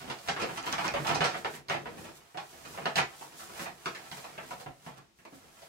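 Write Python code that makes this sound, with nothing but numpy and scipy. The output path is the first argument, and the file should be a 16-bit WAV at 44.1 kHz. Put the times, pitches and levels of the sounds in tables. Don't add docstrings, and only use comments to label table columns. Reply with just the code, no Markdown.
import sys
import numpy as np
from scipy import signal
from scipy.fft import rfft, irfft
from scipy.io import wavfile
from scipy.ndimage import uniform_filter1d

SR = 44100
rng = np.random.default_rng(int(sys.argv[2]) if len(sys.argv) > 2 else 0)


def dump_mix(stems):
    frames = np.atleast_2d(stems).T
    limited = np.clip(frames, -1, 1)
    pcm = np.round(limited * 32767).astype(np.int16)
    wavfile.write(sys.argv[1], SR, pcm)


N = 250796
PORT_LAG_SAMPLES = 20


def buckles(slips_per_s=1500, spread_db=1.5, panel_q=4.14, first_slip=0.96):
    # t/s, snap level/dB, boom re snap/dB, crack re snap/dB, clump decay/s, panel f/Hz
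    events = [(0.078, -42, 5, -10, 0.021, 480), (0.1, -30, -20, -8, 0.011, 870),
              (0.186, -52, -19, 8, 0.0048, 594), (0.276, -33.5, 1, -4, 0.007, 605),
              (0.286, -21.5, -12, -8, 0.008, 1750), (0.364, -33.5, -11, -15, 0.03, 1080),
              (0.398, -30.5, -7.5, -7.5, 0.0077, 1290), (0.418, -25, -4, -5.5, 0.0048, 2790),
              (0.432, -27.5, -12.5, -29, 0.0099, 570), (0.489, -35.5, -5.5, -37, 0.013, 505),
              (0.574, -31.5, -23, -3.5, 0.0082, 1110), (0.636, -36, -17, -11, 0.0099, 1090),
              (0.666, -29.5, -4, -10.5, 0.014, 1030), (0.727, -25, -12.5, -7.5, 0.0088, 1320),
              (0.782, -27.5, -17, -12, 0.019, 1160), (0.845, -27, -12, -9, 0.0098, 1080),
              (0.88, -25.5, -17, -13.5, 0.0079, 2540), (0.939, -24.5, -3.5, -13.5, 0.01, 540),
              (0.96, -29.5, -11, -20.5, 0.017, 1040), (1.048, -29, -18, -19, 0.013, 810),
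              (1.07, -25, -24, -5, 0.0089, 740), (1.093, -26, -13, -12.5, 0.028, 854),
              (1.149, -25, -8.5, -4.5, 0.0099, 754), (1.207, -20, -12, -14, 0.017, 590),
              (1.243, -23.5, -30, -3.5, 0.012, 1450), (1.344, -26.5, -34.5, -29, 0.0055, 710),
              (1.447, -21.5, -14.5, -14.5, 0.0038, 750), (1.538, -41, -3.5, -5, 0.0092, 1890),
              (1.688, -33.5, -24.5, -7, 0.0093, 570), (1.699, -25, -9.5, -13, 0.018, 814),
              (1.742, -24.5, -12, -22.5, 0.0057, 570), (1.857, -32, -27, -34, 0.0093, 520),
              (1.973, -48.5, 3, -10.5, 0.027, 515), (2.045, -44, -18, -11, 0.015, 550),
              (2.345, -44.5, -5, -34, 0.015, 587), (2.373, -30, -18.5, -14, 0.012, 940),
              (2.531, -52.5, 3.5, -8.5, 0.01, 625), (2.652, -41.5, -7.5, -4.5, 0.007, 1220),
              (2.776, -32, -12, -30, 0.0069, 694), (2.815, -40.5, 1.5, -19, 0.008, 810),
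              (2.856, -23.5, -11.5, -16, 0.0098, 820), (2.957, -27, -6.5, -1.5, 0.016, 2470),
              (2.978, -17.5, -14.5, -11, 0.012, 2300), (3.211, -40.5, -7, -26, 0.0068, 880),
              (3.395, -54.5, 1, -14, 0.027, 1340), (3.595, -35.5, -3.5, -8.5, 0.012, 1860),
              (3.659, -31.5, -12, -30, 0.0071, 870), (3.858, -25, -16, -7.5, 0.0054, 1270),
              (3.949, -39.5, -11, -2, 0.0095, 1830), (4.115, -33.5, -9.5, -3, 0.0037, 1780),
              (4.243, -37, -10, -8, 0.0067, 660), (4.379, -32.5, -15, -28.5, 0.0073, 1590),
              (4.508, -38, -8.5, -9.5, 0.016, 1000), (4.6, -44.5, -15, -3.5, 0.01, 670),
              (4.661, -37.5, 2, -37, 0.006, 850), (4.864, -43.5, -0.5, -15, 0.02, 850),
              (4.973, -53, 4, -1, 0.0067, 1170), (5.188, -63.5, 3, -11, 0.0071, 1880),
              (5.251, -40.5, -8, -14, 0.0063, 620), (5.322, -56.5, 4.5, -10, 0.01, 640),
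              (5.621, -52, 3.5, 1, 0.0052, 650)]
    trains, t = np.zeros((3, N + 4000)), np.arange(4000) / SR
    for at_s, db, boom_db, crack_db, decay_s, hz in events:
        chance, size, sign = rng.random((3, 4000))
        sizes = gain_of(-spread_db * np.log(size + 0.015))
        slips = (chance < slips_per_s / SR) * sizes * np.sign(sign - .5) * np.exp(-t / decay_s)
        slips = slips / np.linalg.norm(slips + 1e-9)
        slips[0] = first_slip
        ring_db = -11 - 0.61 * (db + 35)
        panel = signal.lfilter(*signal.iirpeak(hz, panel_q, SR), slips) * gain_of(ring_db) * panel_q
        clump = gain_of([[db + boom_db], [db], [db + crack_db]]) * [slips, slips + panel, slips]
        trains[:, round(at_s * SR):][:, :4000] += clump * np.sqrt(decay_s * SR)
    return trains[:, :N]


def creases(folds_per_s=900, spread_db=4.5, crack_db=-8.0):
    chance, size, sign = rng.random((3, N))
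    sizes = gain_of(-spread_db * np.log(size + 0.0057))
    folds = unit_rms((chance < folds_per_s / SR) * sizes * np.sign(sign - .5))
    crackle = stroke_gain("crackle", grip_offset_db=0)
    return folds * [gain_of(hold_db("flex")), crackle, crackle * gain_of(crack_db)]


def paper(trains, split_hz=(474, 3000)):
    # f/Hz, level/dB
    sheet = [(18, -50), (35, -15), (100, -6), (145, -4), (250, 3.5), (320, 0), (500, -4), (760, -5),
             (1500, -6.5), (3200, -9), (5400, -12.5), (9000, -23), (15800, -45.5)]
    # f/Hz, width/Hz, level re sheet/dB
    hollow = [(141.8, 15.5, 8), (239, 130, -5.5), (555, 64, 0), (740.6, 30, 3.5), (2320, 140, -0.5)]
    hz = np.fft.rfftfreq(8192, 1 / SR)
    modes_db = sum(db / (1 + (2 * (hz - f) / width) ** 2) for f, width, db in hollow)
    bag_db = at_hz(sheet, hz) + modes_db
    below_snap, below_crack = (1 / (1 + (hz / f) ** 4) for f in split_hz)
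    bands = [below_snap, below_crack * (1 - below_snap), 1 - below_crack]
    responses = [min_phase(bag_db + 20 * np.log10(band + 1e-6)) for band in bands]
    return sum(signal.oaconvolve(train, response)[:N] for train, response in zip(trains, responses))


def wall_pops(rise_s=0.0027):
    # t/s, level/dB, f/Hz, t60/s
    events = [(.939, -15, 578, 0.073), (1.092, -30.5, 151, 0.47), (1.10, -30, 752, .1),
              (1.203, -26, 152, 0.2), (2.005, -43, 250, 0.04), (2.345, -31.5, 736, 0.16),
              (2.385, -36, 796, 0.11), (2.86, -35, 814, 0.073), (3.86, -25.5, 365, 0.062),
              (4.60, -38.5, 755, 0.21), (4.660, -37, 709, 0.091), (4.981, -41, 137, 0.092),
              (5.324, -37, 275, 0.11)]
    out, t = np.zeros(N + 9000), np.arange(9000) / SR
    onset = 1 - np.exp(-t / rise_s)
    for at_s, db, hz, t60_s in events:
        out[round(at_s * SR):][:9000] += gain_of(db - 60 * t / t60_s) * np.sin(2 * np.pi * hz * t) * onset
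    return out[:N]


def crease_ticks(decay_cycles=2.4, edge=.45):
    # t/s, level/dB, f/Hz, left minus right/dB
    events = [(0.2795, -40, 4390, -4.0), (0.4179, -44, 4430, -3.5), (0.5746, -48, 5210, -1.0),
              (0.6285, -33, 6810, -12), (0.727, -17.5, 5910, -11), (0.7384, -35, 6500, 1.0),
              (0.7894, -31, 5020, -5), (0.88, -19.5, 5800, -10), (0.8874, -29, 4200, 0),
              (0.9388, -28, 4520, -5.0), (1.069, -25, 5250, -10), (1.146, -24, 4550, 1),
              (1.242, -21, 4220, -7), (1.685, -33, 4440, -16), (1.697, -26, 5800, -7),
              (2.375, -38, 4830, -6), (2.7747, -45, 4700, -3.0), (2.8586, -24, 4340, -11),
              (2.9594, -19.5, 4160, -14.5), (3.394, -37, 7100, -3.5), (3.5987, -49, 4460, -3.0),
              (3.862, -34, 4220, -2.5), (4.115, -34, 4320, -17)]
    out, t = np.zeros((2, N + 300)), np.arange(200) / SR
    for at_s, db, hz, pan_db in events:
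        tick = np.sin(2 * np.pi * hz * t) * np.exp(-t * hz / decay_cycles)
        tick[:2] += edge * np.array([1, -1])
        for port, (lag, side) in enumerate([(PORT_LAG_SAMPLES, .5), (0, -.5)]):
            out[port, round(at_s * SR) + lag:][:200] += gain_of(db + side * pan_db) * tick
    return out[:, :N]


def slide(grit_db=1.0):
    # f/Hz, level/dB
    hiss = [(180, -38), (300, -29.5), (928, -34), (975, -44), (1270, -32), (1340, -37.5), (1450, -43),
            (3170, -3.5), (7500, -1.5), (12000, -6.5), (15800, -10.5)]
    grit = unit_rms(uniform_filter1d(rng.standard_normal(N), size=90))
    return diffuse_noise(hiss) * stroke_gain("hiss", grip_offset_db=-5.5) * gain_of(grit_db * grit)


def stroke_gain(layer, grip_offset_db, shortest_s=.005):
    strokes = [(0.0, -62, -32.5, .05, 0.03), (.285, -50, -48, 0.14, -0.3), (.425, -52.5, -41, 0.08, 0),
               (.58, -50, -43, 0.43, -0.16), (.66, -46.5, -41, -0.1, 0.1), (.73, -48, -37.5, 0.13, 0.05),
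               (.86, -49.5, -38, 0.24, 0.05), (1.09, -47, -43, 0.3, 0.16), (1.26, -54, -32, .07, 0.1445),
               (1.39, -51.5, -61, 0.1, 0.1), (1.56, -49.5, -53, 0.2, .07), (1.722, -52, -41, 0.04, 0.09),
               (1.87, -76.5, -52.5, 0.36, 0.28), (1.98, -56, -52, .02, .2), (2.05, -55.5, -53, 0.2, .15),
               (2.17, -54.5, -54.5, 0.07, 0.05), (2.52, -56.5, -57, 0.3, 0.4),
               (2.75, -51.5, -49.5, 0.34, 0.24), (2.91, -66, -47, 0.3, 0.2), (2.97, -40, -49, 0, 0.06),
               (3.23, -51, -53.5, 0.2, 0.15), (3.396, -48, -50, 0.07, 0.25), (3.629, -44, -40, 0.16, 0.08),
               (3.865, -56.5, -52, 0.26, 0.7), (4.17, -50.5, -49, 0.28, 0.3), (4.51, -54, -61, 0.2, 0.18),
               (4.61, -54, -57, .07, .1), (4.871, -56.5, -51, 0.1, 0.1), (4.985, -58, -75, 0.02, -0.02),
               (5.19, -67.5, -69, 0.05, 0.3), (5.255, -57, -69, -0.05, 0), (5.35, -60, -57, 0.1, 0.26),
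               (5.64, -58.5, -55.5, 0.33, .15)]
    t = np.arange(N) / SR
    power = gain_of(hold_db("grip") + grip_offset_db) ** 2
    for peak_s, hiss_db, crackle_db, rise_s, fade_s in strokes:
        peak_db = {"hiss": hiss_db, "crackle": crackle_db}[layer]
        late_s = t - peak_s
        drop_db = 20 * np.maximum(-late_s / max(rise_s, shortest_s), late_s / max(fade_s, shortest_s))
        power += gain_of(peak_db - drop_db) ** 2
    return np.sqrt(power)


def hold_db(curve):
    # t/s, grip level/dB, low flexing level/dB, bag drift as left minus right/dB
    hold = [(0.0, -51, -45, -4), (0.16, -53, -66, -3.5), (0.3, -58, -52, -3), (0.7, -55, -52, -2.5),
            (0.86, -55, -44.5, -4), (1.14, -59, -42, -4), (1.4, -57, -52.5, -3), (1.66, -84, -60, -3),
            (1.73, -59, -50, -3), (2.0, -56.5, -48, -2.5), (2.3, -63.5, -74, -2.5),
            (2.72, -58.5, -52.5, -3.5), (3.1, -56, -66, -2), (3.6, -54.5, -55, -3), (3.95, -63, -65.5, -3),
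            (4.45, -55, -57.5, -2.5), (4.72, -63.5, -61, -2.5), (5.0, -65.5, -71, -3), (5.16, -84, -74, -3),
            (5.42, -64.5, -60.5, -2.5), (5.69, -62, -76, -2.5)]
    at_s, grip, flex, drift = np.transpose(hold)
    return np.interp(np.arange(N) / SR, at_s, {"grip": grip, "flex": flex, "drift": drift}[curve])


def room(source, onset_s=0.0022, bend_s=0.28, turn_hz=6.0):
    # f/Hz, t60/s
    decay = [(100, 0.23), (400, 0.32), (1000, 0.26), (2800, 0.24), (7000, 0.23), (14000, 0.062)]
    out, turn_rad = np.zeros((2, N)), np.arange(N) / SR * 2 * np.pi * turn_hz
    for k in range(3):
        white = diffuse_noise([(1, 0), (2, 0)], count=SR // 2)
        hz, t, spectra = signal.stft(white, SR, nperseg=256)
        fall_db = -60 * t / at_hz(decay, hz)[:, None] - 20 * (t / bend_s) ** 2
        tail = signal.istft(spectra * gain_of(fall_db), SR, nperseg=256)[1]
        tail *= 1 - np.exp(-np.arange(tail.shape[1]) / SR / onset_s)
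        tail /= np.linalg.norm(tail[0])
        crossfade = np.sqrt(2 / 3) * np.cos(turn_rad + k * np.pi / 3)
        out += signal.oaconvolve((source * crossfade)[None], tail, axes=1)[:, :N]
    return out


def draught(db_per_flex_db=0.63):
    # f/Hz, level/dB
    spectrum = [(20, -18), (35, -16), (70, 8), (95, -5), (130, -26), (200, -53)]
    colour = gain_of(at_hz(spectrum, np.fft.rfftfreq(N, 1 / SR)))
    air = unit_rms(irfft(rfft(rng.standard_normal((2, N))) * colour, N))
    return air * gain_of(-35.0 + db_per_flex_db * uniform_filter1d(hold_db("flex"), size=4000))


def still_air(level_db=-71):
    # f/Hz, level/dB
    spectrum = [(15, -30), (25, -1), (145, -5), (426, -38), (500, -25), (588, -21), (750, -8), (6330, -13),
                (15800, -26.5)]
    return gain_of(level_db) * diffuse_noise(spectrum)


def diffuse_noise(spectrum, count=N):
    # f/Hz, coherence/1
    coherence = [(60, 1), (130, 0.72), (290, 0.69), (640, 0.25), (1400, 0.02), (4000, 0.01)]
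    hz = np.fft.rfftfreq(count, 1 / SR)
    left, independent = rfft(rng.standard_normal((2, count)))
    alike = at_hz(coherence, hz)
    right = alike * left + np.sqrt(1 - alike ** 2) * independent
    return unit_rms(irfft(np.array([left, right]) * gain_of(at_hz(spectrum, hz)), count))


def min_phase(db):
    log_gain = np.log(gain_of(np.maximum(db - db.max(), -100)))
    mirrored = np.r_[log_gain, log_gain[-2:0:-1]]
    response = np.fft.ifft(np.exp(np.conj(signal.hilbert(mirrored)))).real[:4096]
    return response / np.linalg.norm(response)


def at_hz(table, hz):
    f, value = np.transpose(table)
    return np.interp(np.log(hz + 1), np.log(f + 1), value)


def gain_of(db):
    return 10 ** (np.asarray(db) / 20)


def unit_rms(x):
    return x / np.sqrt(np.mean(x ** 2) + 1e-20)


def scene():
    bag = paper(gain_of(-7.0) * buckles() + gain_of(-3.0) * creases())
    pops, ticks = wall_pops(), crease_ticks()
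    right = bag + pops
    left = np.r_[np.zeros(PORT_LAG_SAMPLES), right[:-PORT_LAG_SAMPLES]]
    reverb = room(bag + gain_of(-7.0) * pops + gain_of(-9.5) * ticks[1])
    bag_in_room = gain_of(-7.0) * np.array([left, right]) + gain_of(-2.0) * reverb + slide()
    drift = gain_of(np.outer([.5, -.5], hold_db("drift")))
    return bag_in_room * drift + ticks + still_air() + draught()


def record(dry, cutoff_hz=15860):
    # f/Hz, left minus right/dB
    shading = [(60, 0), (110, 2), (200, 1.5), (380, 3.5), (700, -0.5), (1290, 2), (2380, 0.5), (4400, 1.5),
               (8120, 1.5), (15000, -1.5)]
    shade_db = at_hz(shading, np.fft.rfftfreq(N, 1 / SR))
    shaded = irfft(rfft(dry) * gain_of(np.outer([.5, -.5], shade_db)), N)
    lowpass = signal.firwin(511, cutoff_hz, window=("kaiser", 9), fs=SR)
    return signal.oaconvolve(shaded, lowpass[None], "same")


dry = scene()
out = record(dry)
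dump_mix(out)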